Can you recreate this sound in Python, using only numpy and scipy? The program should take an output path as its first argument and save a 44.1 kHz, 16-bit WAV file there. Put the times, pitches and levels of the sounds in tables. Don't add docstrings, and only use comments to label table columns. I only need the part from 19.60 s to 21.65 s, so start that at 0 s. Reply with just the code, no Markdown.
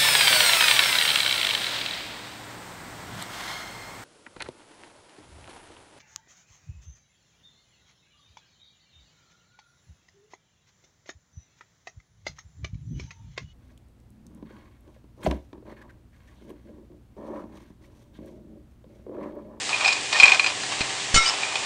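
import sys
import numpy as np
from scipy import signal
from scipy.fft import rfft, irfft
from scipy.io import wavfile

SR = 44100
rng = np.random.default_rng(int(sys.argv[2]) if len(sys.argv) > 2 else 0)


def digitize_waveform(pressure):
    field = np.atleast_2d(pressure).T
    bounded = np.clip(field, -1, 1)
    quanta = np.round(bounded * 32767).astype(np.int16)
    wavfile.write(sys.argv[1], SR, quanta)


N = 90404
T = np.arange(N) / SR


def amp(db):
    return 10 ** (np.asarray(db) / 20)


def unit(x):
    return x / np.sqrt(np.mean(x ** 2) + 1e-20)


def level(points):
    s, db = np.transpose(points)
    return amp(np.interp(T, s, db)) * (T >= s[0] - .03) * (T <= s[-1] + .03)


def colour(x, points):
    hz, db = np.transpose(points)
    f = abs(np.fft.fftfreq(4096, 1 / SR))
    log_gain = np.log(amp(np.interp(np.log(f + 1), np.log(hz), db)))
    response = np.exp(np.conj(signal.hilbert(log_gain)))
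    taps = np.fft.ifft(response).real[:2048]
    return signal.fftconvolve(x, taps / np.linalg.norm(taps))[:N]


def wander(hz):
    f = np.fft.rfftfreq(N, 1 / SR)
    return unit(irfft(rfft(rng.standard_normal(N)) * np.exp(-(f / hz) ** 2), N))


def tone(hz):
    return np.sin(2 * np.pi * np.cumsum(hz) / SR)


def grains(per_s, spread_db):
    size = amp(spread_db * np.minimum(rng.exponential(1, N), 4))
    return unit(size * rng.choice([-1, 1], N) * (rng.random(N) < per_s / SR))


def add(mix, s, sound):
    part = mix[max(round(s * SR), 0):][:len(sound)]
    part += sound[:len(part)]


# (frequency [Hz], relative level [dB])
HISS_SPECTRUM = [(25, -23), (60, -13.5), (120, -8.5), (330, -7.5), (550, -4.5), (800, -4.5), (1400, -9.5),
                 (1800, 0), (2300, -1.5), (3000, -1), (4200, -2.5), (6000, -5), (7500, -4), (8600, -8.5),
                 (9800, -18)]
# (frequency [Hz], rms level [dB])
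HUM_PARTIALS = [(300, -54), (399, -52), (765, -50)]

def hiss(swell_db=-0.4):
    noise = amp(-31.5) * rng.standard_normal(N) + amp(-46.5) * grains(500, spread_db=7)
    hum = sum(amp(db) * np.sqrt(2) * tone(hz + 4 * wander(hz=16.7)) for hz, db in HUM_PARTIALS)
    return colour(noise, HISS_SPECTRUM) * amp(swell_db * wander(hz=11)) + hum


# (time [s], level [dB])
RUMBLE_ENVELOPE = [(0, -65.5), (.82, -55.5), (1.47, -52.5), (2.05, -66)]
# (frequency [Hz], relative level [dB])
RUMBLE_SPECTRUM = [(30, -16.5), (85, -12.5), (122, 2.5), (170, -22), (2000, -71)]

def rumble():
    return level(RUMBLE_ENVELOPE) * colour(rng.standard_normal(N), RUMBLE_SPECTRUM)


# (time [s], level [dB])
TUMBLE_ENVELOPE = [(0, -57), (.07, -54), (.11, -28.5), (.17, -32.5), (.22, -28.5), (.27, -29.5),
                   (.33, -33.5), (.39, -40), (.49, -45), (.535, -29.5), (.59, -25), (.65, -25),
                   (.745, -26.5), (.78, -31), (.84, -48), (.89, -27), (.96, -42), (1.08, -42),
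                   (1.125, -31.5), (1.17, -35), (1.5, -39), (1.72, -32), (2.05, -35.5)]
SCRAPE_ENVELOPE = [(.225, -53), (.247, -33), (.285, -31), (.316, -41.5), (.33, -22.5), (.347, -52),
                   (.515, -52), (.53, -25), (.55, -32.5), (.6, -27), (.75, -35)]
# (frequency [Hz], relative level [dB])
TUMBLE_SPECTRUM = [(100, -37.5), (400, -12.5), (620, 1.5), (790, 3.5), (1110, 4.5), (1450, -2), (2000, -1),
                   (2450, 2.5), (3000, 1), (5200, -7), (6200, -15), (7500, -10), (9800, -28.5)]
SCRAPE_SPECTRUM = [(1500, -29), (3600, 3), (5300, 3.5), (6300, -8), (7400, -0.5), (9800, -22.5)]

def rustle():
    tumble = colour(level(TUMBLE_ENVELOPE) * grains(2800, spread_db=4), TUMBLE_SPECTRUM)
    scrape = colour(level(SCRAPE_ENVELOPE) * grains(3500, spread_db=2.6), SCRAPE_SPECTRUM)
    return tumble + scrape


# (time [s], main-mode drive [dB], upper-mode drive [dB], relative crack level [dB], contact time [s])
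IMPACTS = [(0.0919, -31, -21, -22.5, 0.0013), (0.128, -16, -30, -40, 0.0022), (0.1473, -27, -18, -36, .003),
           (0.2078, -18.5, -19, -21.5, 0.003), (.243, -14.5, -12, -18.5, 0.0038),
           (.2574, -11, -27, -23.5, 0.0016), (.278, -8.5, -15, -15, 0.0032),
           (0.304, -18, -16, -25, 0.00079), (0.3252, -24, -15, -23, 0.00071), (.366, -20, -32, -32, 0.0023),
           (.527, -19, -17, -17, 0.0014), (.565, -20, -19, -24, 0.0018), (0.5989, -4.5, -2.5, -13, 0.001),
           (.625, -15, -24.5, -19, 0.00045), (.6322, -0.5, -21, -17, 0.0005),
           (0.6383, -2.5, -25, -17, 0.001), (0.6564, -9.5, -16, -14, 0.00067),
           (.679, -7.5, -15, -16.5, 0.0018), (0.696, -21, -23, -20, 0.0012),
           (0.7196, -8.5, -11, -17, 0.0005), (0.7323, -18, -17, -21, .0015),
           (0.745, -14.5, -27, -19, 0.0011), (0.7957, -9.5, -8.5, -18.5, 0.00047),
           (.8425, -15, -15, -21.5, 0.0017), (0.8622, -15.5, -8.5, -21.5, 0.00075),
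           (.870, -16, -17, -28, 0.001), (0.889, -26, -25, -36, .002), (1.033, -42, -17, -26.5, 0.0012),
           (1.121, -29, -26, -23, 0.0039), (1.2067, -36, -29, -20.5, 0.00026),
           (1.214, -23.5, -13.5, -33, 0.00061), (1.8327, -16, -23, -26, 0.00054),
           (1.955, -20.5, -21, -20, 0.0009)]
# (frequency [Hz], relative level [dB], decay time T60 [s])
IMPACT_MODES = [(778, -28.5, 0.13), (1117, -24.5, 0.15), (1770, -20.5, 0.067), (2180, -20, 0.11),
                (2363, -15, 0.11), (2448, 2, 0.035), (2467, -9.5, 0.15), (2700, -19.5, .13),
                (3192, -17.5, 0.062), (4164, -9.5, 0.043), (4860, -21.5, 0.12), (7200, -29.5, 0.11)]
# (frequency [Hz], relative level [dB])
CRACK_SPECTRUM = [(100, -37), (400, -11), (800, -0.5), (1700, -2.5), (2800, -1), (4500, -6), (6000, -10),
                  (7500, -11.5), (9800, -29.5)]

def clinks(upper_from_hz=3500, crack_decay_s=0.0057):
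    rings, crack_envelope = np.zeros(N), np.zeros(N)
    t = T[:SR // 2]
    draws = rng.uniform(-0.85, 1, (len(IMPACTS), len(IMPACT_MODES) + 1))
    for (s, main_db, upper_db, crack_db, contact), (detune, *spots) in zip(IMPACTS, draws):
        push = np.hanning(int(abs(contact) * 2 * SR) + 3)
        for (hz, db, t60), spot in zip(IMPACT_MODES, spots):
            drive_db = upper_db if hz > upper_from_hz else main_db
            mode_db = db * (1 + .25 * spot)
            pitch = hz + 0.92 * detune / t60
            decay = amp(drive_db + mode_db - 60 * t / t60)
            envelope = signal.fftconvolve(decay, push / push.sum())[:len(t)]
            add(rings, s, envelope * np.sin(2 * np.pi * pitch * t))
        attack = np.minimum(2 * t / abs(contact), 1)
        add(crack_envelope, s, amp(crack_db) * attack * np.exp(-t / crack_decay_s))
    cracks = colour(crack_envelope * rng.standard_normal(N), CRACK_SPECTRUM)
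    return rings + amp(1) * cracks


# (time [s], level [dB])
RUB_ENVELOPE = [(.122, -39), (.135, -24), (.16, -21.5), (.175, -42), (.276, -28), (.284, -7.5), (.291, -8),
                (.3, -21.5), (.37, -25.5), (.39, -45), (.5, -36.5), (.63, -21), (.645, -5.5), (.664, -17),
                (.735, -20), (.78, -50), (.815, -30), (.895, -27.5), (.95, -51), (1.75, -54), (1.84, -31),
                (2.05, -40.5)]

def rub(mode_hz=2466, waver_hz=14):
    pitch = mode_hz + waver_hz * wander(hz=146)
    flutter = 1 + 0.35 * wander(hz=110)
    return level(RUB_ENVELOPE) * flutter * tone(pitch)


# (time [s], duration [s], frequency [Hz], peak level [dB])
SQUEAK_TONES = [(0.255, 0.021, 780, -24.5), (0.264, 0.034, 5200, -22.5), (0.543, 0.025, 1835, -21),
                (1.629, 0.047, 2350, -27), (1.653, 0.027, 2995, -21.5), (1.653, 0.03, 4780, -20.5),
                (1.675, 0.01, 5090, -17), (1.686, 0.0082, 5140, -17), (1.696, 0.0031, 5080, -13.5),
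                (1.68, 0.054, 2988, -29), (1.625, 0.076, 8270, -34), (1.639, 0.078, 1345, -33)]

def squeaks(jitter=.021):
    out = np.zeros(N)
    for s, length, hz, db in SQUEAK_TONES:
        n = int(length * SR)
        pitch = hz * (1 + jitter * wander(hz=900)[:n])
        arch = np.sin(np.pi * np.arange(n) / n)
        add(out, s, amp(db) * arch * tone(pitch))
    return out


# (time [s], duration [s], level before filtering [dB])
PRESSURE_PULSES = [(0.635, 0.0019, -25), (0.639, 0.0031, -32), (1.2088, 0.0011, -17),
                   (1.5418, .0195, -14.5), (1.564, 0.013, -17)]

def jolts(leak_hz=5.3, top_hz=605):
    pressure = np.zeros(N)
    for s, length, db in PRESSURE_PULSES:
        add(pressure, s, amp(db) * np.ones(int(length * SR)))
    leaked = signal.lfilter(*signal.butter(1, leak_hz, "high", fs=SR), pressure)
    return signal.lfilter(*signal.butter(2, top_hz, fs=SR), leaked)


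# (time [s], level [dB])
DRAG_ENVELOPE = [(1.541, -55), (1.5435, -15.5), (1.556, -19.5), (1.581, -20.5), (1.596, -30), (1.63, -28.5),
                 (1.665, -28), (1.70, -27), (1.74, -59)]
# (frequency [Hz], relative level [dB])
DRAG_SPECTRUM = [(100, -32), (500, -5), (1000, -2), (4600, 0.5), (6200, -0.5), (7700, -7), (8400, -4),
                 (9800, -21.5)]
# (frequency [Hz], level [dB], delay after the strike [s], rise time [s],
# driven time [s], decay time T60 [s], rms frequency deviation [Hz])
SKIMMER_MODES = [(1346, -15.5, .001, 0.027, 0.054, 0.19, 4), (2162, -16, 0.013, 0.0036, 0.032, 0.22, 6),
                 (2990, -21.5, .001, .003, 0.032, 0.06, 20), (3800, -26.5, 0.011, 0.017, 0.072, 0.15, 5.6),
                 (4450, -23, .001, .003, 0.019, .1, 141), (5520, -21.5, 0.011, 0.017, 0.025, 0.23, 110),
                 (6130, -26, .001, 0.0032, 0.023, 0.053, 110), (7050, -23, .001, .003, 0.035, 0.03, 81),
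                 (8350, -27.5, .001, .005, 0.033, 0.05, 91)]

def skimmer(strike_s=1.542):
    out = colour(level(DRAG_ENVELOPE) * grains(9000, spread_db=2), DRAG_SPECTRUM)
    for hz, db, delay, rise, driven, t60, waver_hz in SKIMMER_MODES:
        t = T - strike_s - abs(delay)
        envelope = np.clip(t / rise, 0, 1) * amp(db - 60 * np.maximum(t - driven, 0) / t60)
        pitch = hz + waver_hz * wander(hz=254)
        flutter = 1 + 0.3 * wander(hz=90)
        out += envelope * flutter * tone(pitch)
    return out


def room(x, first_s=.004, echoes_per_s=3000, split_hz=3500, low_t60_s=0.26, high_t60_s=0.17):
    t = T[:SR // 2]
    echoes = rng.choice([-1, 1], len(t)) * (rng.random(len(t)) < echoes_per_s / SR) * (t > first_s)
    low = signal.sosfiltfilt(signal.butter(2, split_hz, fs=SR, output="sos"), echoes)
    tail = low * amp(-60 * t / low_t60_s) + (echoes - low) * amp(-60 * t / high_t60_s)
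    return signal.fftconvolve(x, tail / np.linalg.norm(tail))[:N]


def scene():
    hits = clinks() + rub()
    scrapes = rustle() + skimmer() + squeaks()
    reflections = room(amp(-13.5) * hits + amp(-12.5) * scrapes)
    return (hits + scrapes + reflections + hiss() + rumble() + jolts())[None]


def record(dry, knee=5, cutoff_hz=9950):
    saturated = dry / (1 + abs(dry) ** knee) ** (1 / knee)
    lowpass = signal.firwin(511, cutoff_hz, window=("kaiser", 9), fs=SR)
    return signal.oaconvolve(saturated, lowpass[None], "same")


dry = scene()
out = record(dry)
digitize_waveform(out)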